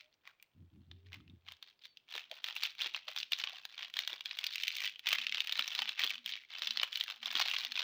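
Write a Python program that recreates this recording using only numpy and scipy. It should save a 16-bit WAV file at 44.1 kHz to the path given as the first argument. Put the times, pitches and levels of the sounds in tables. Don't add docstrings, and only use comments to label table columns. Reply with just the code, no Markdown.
import sys
import numpy as np
from scipy import signal
from scipy.fft import rfft, irfft, next_fast_len
from scipy.io import wavfile
from scipy.ndimage import uniform_filter1d, map_coordinates

SR = 44100
rng = np.random.default_rng(int(sys.argv[2]) if len(sys.argv) > 2 else 0)


def pcm_store(signal):
    levels = np.round(np.clip(np.atleast_2d(signal), -1, 1) * 32767)
    wavfile.write(sys.argv[1], SR, levels.astype(np.int16).T)


N = 345303

# start_s, level_db (rms over 4 ms, before the trims in snaps), pitch_hz of the
# facet, body_db of the packet and edge_db of its sharp top (both before the offsets in buckles)
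CREASES = [(0.2748, -46, 2170, 8.5, 0), (0.4262, -52.5, 2850, 1, 21.5), (0.914, -50, 3630, 4, -9),
           (1.1306, -44, 2180, -3, -2), (1.143, -44.5, 2220, 5, 3), (1.4855, -42, 3340, 0, -7),
           (1.521, -44.5, 3180, 7, 9.5), (1.6267, -43, 3880, 1, 2), (1.8547, -44.5, 3750, 0, 3),
           (1.972, -47.5, 2960, -46, -12), (2.153, -36.5, 3420, 13, 3), (2.1788, -35.5, 2560, 12.5, 0),
           (2.3143, -36.5, 3070, -6, 1), (2.4426, -30.5, 3430, -1, 2), (2.5647, -33.5, 2740, 4, 7.5),
           (2.6347, -27, 4000, -4, 4.5), (2.6523, -31.5, 2810, -18, -9), (2.8607, -32.5, 3550, 5, -6),
           (2.9466, -34, 3040, 9, -20), (3.0824, -35.5, 2880, 4, -6), (3.1629, -34.5, 3460, 4.5, 4),
           (3.2021, -35, 3930, -13, -2), (3.2303, -32, 2950, -24, -14), (3.3203, -29, 3080, -1, 7.5),
           (3.3328, -26.5, 3900, -16, -8), (3.4387, -27.5, 3300, -2.5, -7), (3.4731, -33, 3100, -3, -30),
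           (3.6529, -36.5, 4400, 5.5, 6.5), (3.829, -36.5, 3060, 0, -10), (3.9397, -36, 3320, -14, 1),
           (3.9901, -26, 3670, -2, 3), (4.076, -29.5, 3570, -8.5, 5), (4.208, -38, 3470, -1, 2),
           (4.2577, -33, 3580, -10, -4), (4.311, -33.5, 3430, -5, -25), (4.3884, -30, 3280, -6, 2),
           (4.4413, -30.5, 2480, -11, 3), (4.4668, -29, 4550, -30, 4), (4.5571, -30.5, 2780, -13, 3.5),
           (4.6353, -27.5, 2920, -20, 0), (4.6804, -26.5, 2600, -22, 0.5), (4.856, -34.5, 3200, -12, 8),
           (4.8759, -32, 3100, -3, 0), (5.072, -30, 2470, -7, -19), (5.0894, -28, 2880, -10, 8.5),
           (5.1301, -23.5, 2300, -4, 0.5), (5.1853, -27.5, 2460, -10, -15), (5.2677, -27.5, 2550, -23, -10),
           (5.295, -34, 2880, -17, -8), (5.3236, -29.5, 2260, -23, -12), (5.3456, -30.5, 2650, -24, -7),
           (5.4049, -24.5, 3500, -22, -4.5), (5.4729, -33, 2540, -24, 0.5), (5.4949, -31, 3240, -2, -5),
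           (5.524, -27, 3660, -10, 1), (5.5933, -24.5, 3050, 7.5, 1), (5.7512, -31, 3870, -14, -1),
           (5.7905, -27.5, 3860, 7, -4), (5.8199, -27.5, 3060, 3, 0), (5.8929, -30, 3360, -2, -5),
           (5.9936, -28, 2040, -3, -6), (6.0174, -31, 3560, -3, -4), (6.0365, -25.5, 3400, 2, -8),
           (6.0429, -29, 3570, 4.5, 7.5), (6.0958, -35.5, 3290, -22, 3), (6.1053, -31.5, 2470, -25, 2),
           (6.261, -35, 3360, -18, 8), (6.3227, -35.5, 3600, -26, -23), (6.3368, -34.5, 2560, -21, -33),
           (6.6208, -29.5, 3560, 4, -4), (6.6728, -28.0, 3600, -10, -9), (6.7082, -30.0, 4100, -7, -5),
           (6.773, -28, 4200, -5, -5), (6.798, -27, 3360, -12, -33), (6.8323, -24.5, 2900, 9, 3.5),
           (6.9569, -29, 3860, -19, -6), (7.0103, -26, 3150, -4, -9), (7.0383, -34.5, 3230, -6, 6),
           (7.2586, -29.5, 3580, -4, 0), (7.3537, -27.0, 3400, 7, -4), (7.3961, -28, 4030, 3, 0),
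           (7.459, -32, 3750, 9, -2), (7.5373, -32, 2800, 8, 1), (7.6495, -31.5, 4200, 2, 3),
           (7.7205, -33, 4100, -2, -2.5), (7.7645, -33.5, 3350, -16, -11), (7.7925, -29, 3770, -23, -6)]
# frequency_hz, level_db (relative)
CRINKLE_COLOUR = [(100, -50), (350, -35.5), (700, -17.5), (1400, -9), (2400, -2), (3500, -0.5), (6000, -13.5),
                  (8000, -28.5), (13200, -38), (15100, -14), (16200, -42.5)]


def amp(db):
    return 10 ** (np.asarray(db) / 20)


def unit(x):
    return x / np.sqrt(np.mean(x ** 2) + 1e-20)


def along(points, hz):
    f, v = np.transpose(points)
    return np.interp(np.log(hz + 1), np.log(f + 1), v)


def filtered(x, response):
    m = next_fast_len(N + SR // 2)
    hz = np.fft.rfftfreq(m, 1 / SR)
    return irfft(rfft(x, m) * response(hz), m)[:N]


def noise(spectrum):
    white = rng.standard_normal(N)
    return unit(filtered(white, lambda hz: amp(along(spectrum, hz))))


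def wobble(rate):
    knots = rng.standard_normal(int(N * rate / SR) + 4)
    return map_coordinates(knots, [np.arange(N) * rate / SR])


def arch(s, length):
    progress = np.clip((np.arange(N) / SR - s) / length, 0, 1)
    return np.abs(np.sin(np.pi * progress))


def tone(hz):
    return np.sqrt(2) * np.sin(2 * np.pi * np.cumsum(hz) / SR)


def scattered(count):
    slot = rng.random(count)
    return (np.arange(count) + slot) * N / SR / count


def air():
    # frequency_hz, level_db (relative)
    air_colour = [(30, -7), (120, -1), (600, -3), (3200, -13), (8000, -23), (13500, -32), (15200, -13)]
    return amp(-83) * noise(air_colour)


def hoots():
    # start_s, length_s
    hoot_times = [(5.147, 0.24), (5.58, 0.077), (5.758, 0.16), (6.123, 0.23), (6.62, 0.2), (7.177, 0.24),
                  (7.624, 0.14)]
    swell = sum(np.sqrt(arch(s, length)) for s, length in hoot_times)
    level_db = 4.0 * wobble(30) - 74.5
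    pitch_hz = 234 + 13 * wobble(60)
    return swell * amp(level_db) * tone(pitch_hz)


def table():
    # near_middle_s, mode_db, rumble_db (tone and noise rms at the top of each swell)
    surges = [(0.611, -58, -60), (.78, -64, -58.5), (.93, -57.5, -61), (1.08, -57, -71), (1.2, -67, -60.5),
              (1.32, -63, -59.5), (1.48, -70, -79)]
    # frequency_hz, level_db (relative)
    rumble_colour = [(40, -32), (85, 5), (130, 1), (330, -8.5), (450, -29), (900, -57)]
    swing = sum(amp(db) * arch(s - .07, 0.17) for s, db, _ in surges)
    shove = sum(amp(db) * arch(s - .08, 0.16) ** 1.23 for s, _, db in surges)
    mode_hz = 89 + 4 * wobble(30)
    return swing * tone(mode_hz) + shove * noise(rumble_colour)


def squeaks():
    # start_s, length_s, start_hz, end_hz, level_db (tone rms at the top of the swell)
    squeak_glides = [(0.0, 0.12, 592, 640, -81), (0.873, 0.35, 357, 449, -77),
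                     (1.86, 0.091, 4550, 4480, -73)]
    t = np.arange(N) / SR
    waver = 1 + 0.01 * wobble(120)
    total = np.zeros(N)
    for s, length, start_hz, end_hz, db in squeak_glides:
        glide_hz = np.interp(t, [s, s + length], [start_hz, end_hz])
        total += amp(db) * arch(s, length) * tone(waver * glide_hz)
    return total


def flexes():
    # near_middle_s, level_db (tone rms at the top of the swell), pitch_hz (centre of the roughness)
    packet_flexes = [(2.153, -59, 522), (2.317, -52.5, 700), (2.859, -59.5, 418), (3.084, -54, 730),
                     (3.532, -59, 730), (4.13, -62.5, 371), (5.597, -65, 761), (6.045, -58, 400),
                     (6.622, -65.5, 520), (7.354, -58.5, 380)]
    rough = np.exp(0.21 * wobble(350))
    return sum(amp(db) * arch(s - .014, 0.036) ** 2 * tone(hz * rough) for s, db, hz in packet_flexes)


def grip(s):
    # full_grip_s, held_s, effort_db (at full grip, before tremor), body_db of the packet
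    squeezes = [(0.002, 0.0058, -58.5, -9), (0.266, 0.014, -58.5, 11.5), (1.065, .01, -65.5, -2),
                (1.134, 0.014, -53.5, 9.5), (1.295, 0.018, -79, 9), (1.465, 0.053, -58, 3),
                (1.636, 0.051, -64.5, -3), (1.828, 0.017, -60, -11), (2.107, 0.073, -46, 0.5),
                (2.32, 0.062, -54.5, 5), (2.447, 0.058, -45, 4.5), (2.558, 0.1, -43.5, -6),
                (2.805, 0.031, -36, -2), (2.94, 0.038, -47, 3), (3.085, 0.015, -46, 3),
                (3.175, 0.019, -43, -8.5), (3.329, 0.078, -42.5, -2.5), (3.44, 0.13, -49, 3.5),
                (3.705, 0.042, -51.5, -1), (3.773, 0.076, -45.5, 0.5), (3.968, 0.044, -40.5, -1.5),
                (4.085, 0.05, -43, 7), (4.26, 0.41, -49, -0.5), (4.52, 0.34, -43.5, -20),
                (4.82, 0.037, -37.5, -10.5), (5.068, 0.075, -34.5, -2), (5.182, 0.026, -36.5, -9),
                (5.35, 0.054, -38.5, -1), (5.49, 0.28, -42.5, -1.5), (5.7, .19, -40.5, -0.5),
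                (5.983, 0.08, -35.5, -2), (6.1, 0.032, -43.5, -2.5), (6.264, 0.092, -43.5, -10),
                (6.508, 0.12, -48.5, -1), (6.63, 0.057, -37.5, -6.5), (6.74, 0.11, -46.5, 1.5),
                (6.928, 0.082, -42.5, -10), (7.088, 0.01, -39, 5), (7.228, 0.13, -43.5, 3),
                (7.353, 0.062, -33, -0.5), (7.448, 0.18, -35.5, -2.5), (7.755, 0.081, -39.5, 0)]
    close_db_per_s, relax_db_per_s = 823, 289
    rest_db = -83.5
    start, held, db, body = np.transpose(squeezes)
    since = s[:, None] - start
    closing_db = close_db_per_s * np.maximum(-since, 0)
    relaxing_db = relax_db_per_s * np.maximum(since - held, 0)
    each_db = db - closing_db - relaxing_db
    return np.maximum(each_db.max(axis=1), rest_db), body[each_db.argmax(axis=1)]


def effort(count=2000):
    tremor_db = 1.5 * wobble(25)
    s = np.linspace(0, N / SR, count)
    return np.interp(np.arange(N) / SR, s, grip(s)[0]) + tremor_db


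def rub(effort_db):
    rustle = unit(filtered(noise(CRINKLE_COLOUR), lambda hz: 1 / (1 + (hz / 7000) ** 2)))
    catch_db = 3 * wobble(90)
    return amp(effort_db - 18.0 + catch_db) * rustle


def buckles(s, db, pitch, body, edge, facet_db, octaves, ripple_db, size=1024):
    hz = np.fft.rfftfreq(size, 1 / SR) + 1
    chance = rng.standard_normal((len(s), len(hz)))
    facet = 1 / (1 + (np.log2(hz / pitch[:, None]) / octaves) ** 2)
    hollow_hz = 760 * np.exp(0.097 * chance[:, :1])
    low = np.exp(-.5 * (np.log2(hz / hollow_hz) / 0.77) ** 2)
    high = 1 / (1 + (6800 / hz) ** 8)
    ripple = unit(uniform_filter1d(chance, size=5, axis=1))
    colour_db = along(CRINKLE_COLOUR, hz) + facet_db * (facet - 1) + ripple_db * ripple
    colour_db += (body[:, None] + 3) * low + (edge[:, None] + 2) * high
    sudden = .55
    fold = 1 + sudden * np.sign(np.fft.fftfreq(size))
    cepstrum = irfft(np.log(amp(colour_db)), axis=1) * fold
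    dispersion = np.exp(-2j * np.pi * 0.74 * np.sqrt(hz / pitch[:, None]))
    spectrum = np.exp(rfft(cepstrum, axis=1)) * dispersion
    rings = np.fft.fftshift(irfft(spectrum, axis=1), axes=1)
    span = .004 * SR
    rings *= (amp(db) * np.sqrt(span) / np.linalg.norm(rings, axis=1))[:, None]
    where = np.round(s * SR).astype(int)[:, None] + np.arange(size) - size // 2
    return np.bincount(np.abs(where).ravel(), rings.ravel(), N)[:N]


def settling(effort_db, count=170):
    lag_s, below_effort_db = 0.134, -8.5
    s = scattered(count)
    size, detune, depth, sharp = rng.standard_normal((4, count))
    bent_db = np.interp(s - lag_s, np.arange(N) / SR, effort_db)
    db = bent_db + below_effort_db + 3.4 * size
    pitch = 3200 * np.exp(0.2 * detune)
    return buckles(s, db, pitch, 5 * depth - 6, 6 * sharp - 3, facet_db=11.5, octaves=0.2, ripple_db=4.5)


def crackle(effort_db, count=1150):
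    light_db = -73
    s = scattered(count)
    size, lag = rng.random((2, count))
    detune, depth, sharp, step = rng.standard_normal((4, count))
    snap_s, _, snap_hz, _, snap_edge = np.transpose(CREASES)
    push_db = effort_db[(s * SR).astype(int)]
    idle_db = np.maximum(light_db - push_db, 0)
    db = push_db - 0.099 * idle_db - 11.5 + 16 * size ** 1.19
    pitch = np.interp(s, snap_s, snap_hz) * np.exp(0.22 * detune)
    body = grip(s)[1] + 2.6 * depth
    edge = 5.7 * sharp - 4 + 0.24 * np.interp(s, snap_s, snap_edge) - 0.64 * idle_db
    neighbour = (s + .003 * lag, pitch * np.exp(0.07 * step))
    return sum(buckles(times, db, hz, body, edge, facet_db=10.5, octaves=0.14, ripple_db=3.5)
               for times, hz in ((s, pitch), neighbour))


def snaps(count=3):
    s, db, pitch, body, edge = np.transpose(CREASES)
    film = buckles(s, db - 3.0, pitch, body, edge, facet_db=11, octaves=0.21, ripple_db=2.5)
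    for _ in range(count):
        lag, size, detune = rng.standard_normal((len(s), 3)).T
        later_s = s + 0.001 * np.exp(.7 * lag)
        later_db = db - 10.5 + 2 * size
        later_hz = pitch * np.exp(0.16 * detune)
        film += buckles(later_s, later_db, later_hz, body, edge, facet_db=9.5, octaves=0.12, ripple_db=3.5)
    return film


def room(x, t60, early_db, tail_db, early_t60):
    t = np.arange(SR // 2) / SR
    wet = np.zeros(N + SR)
    hop = SR // 4
    for start in range(0, N, hop):
        near, far = rng.standard_normal((2, len(t)))
        near = unit(near * amp(-60 * t / early_t60) * (t > .002))
        far = unit(far * amp(-60 * t / t60) * (t > .008))
        response = (amp(early_db) * near + amp(tail_db) * far) / np.sqrt(len(t))
        echo = signal.fftconvolve(x[start:start + hop], response)
        wet[start:start + len(echo)] += echo
    return filtered(wet[:N], lambda hz: 1 / (1 + (hz / 12000) ** 2))


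def scene():
    effort_db = effort()
    wrapper = snaps() + crackle(effort_db) + settling(effort_db) + rub(effort_db) + flexes() + squeaks()
    echo = room(wrapper, t60=0.39, early_db=-13.5, tail_db=-16.5, early_t60=0.012)
    return (wrapper + echo + table() + hoots() + air())[None]


def record(dry):
    top_hz = 16500
    return filtered(dry[0], lambda hz: hz < top_hz)[None]


dry = scene()
out = record(dry)
pcm_store(out)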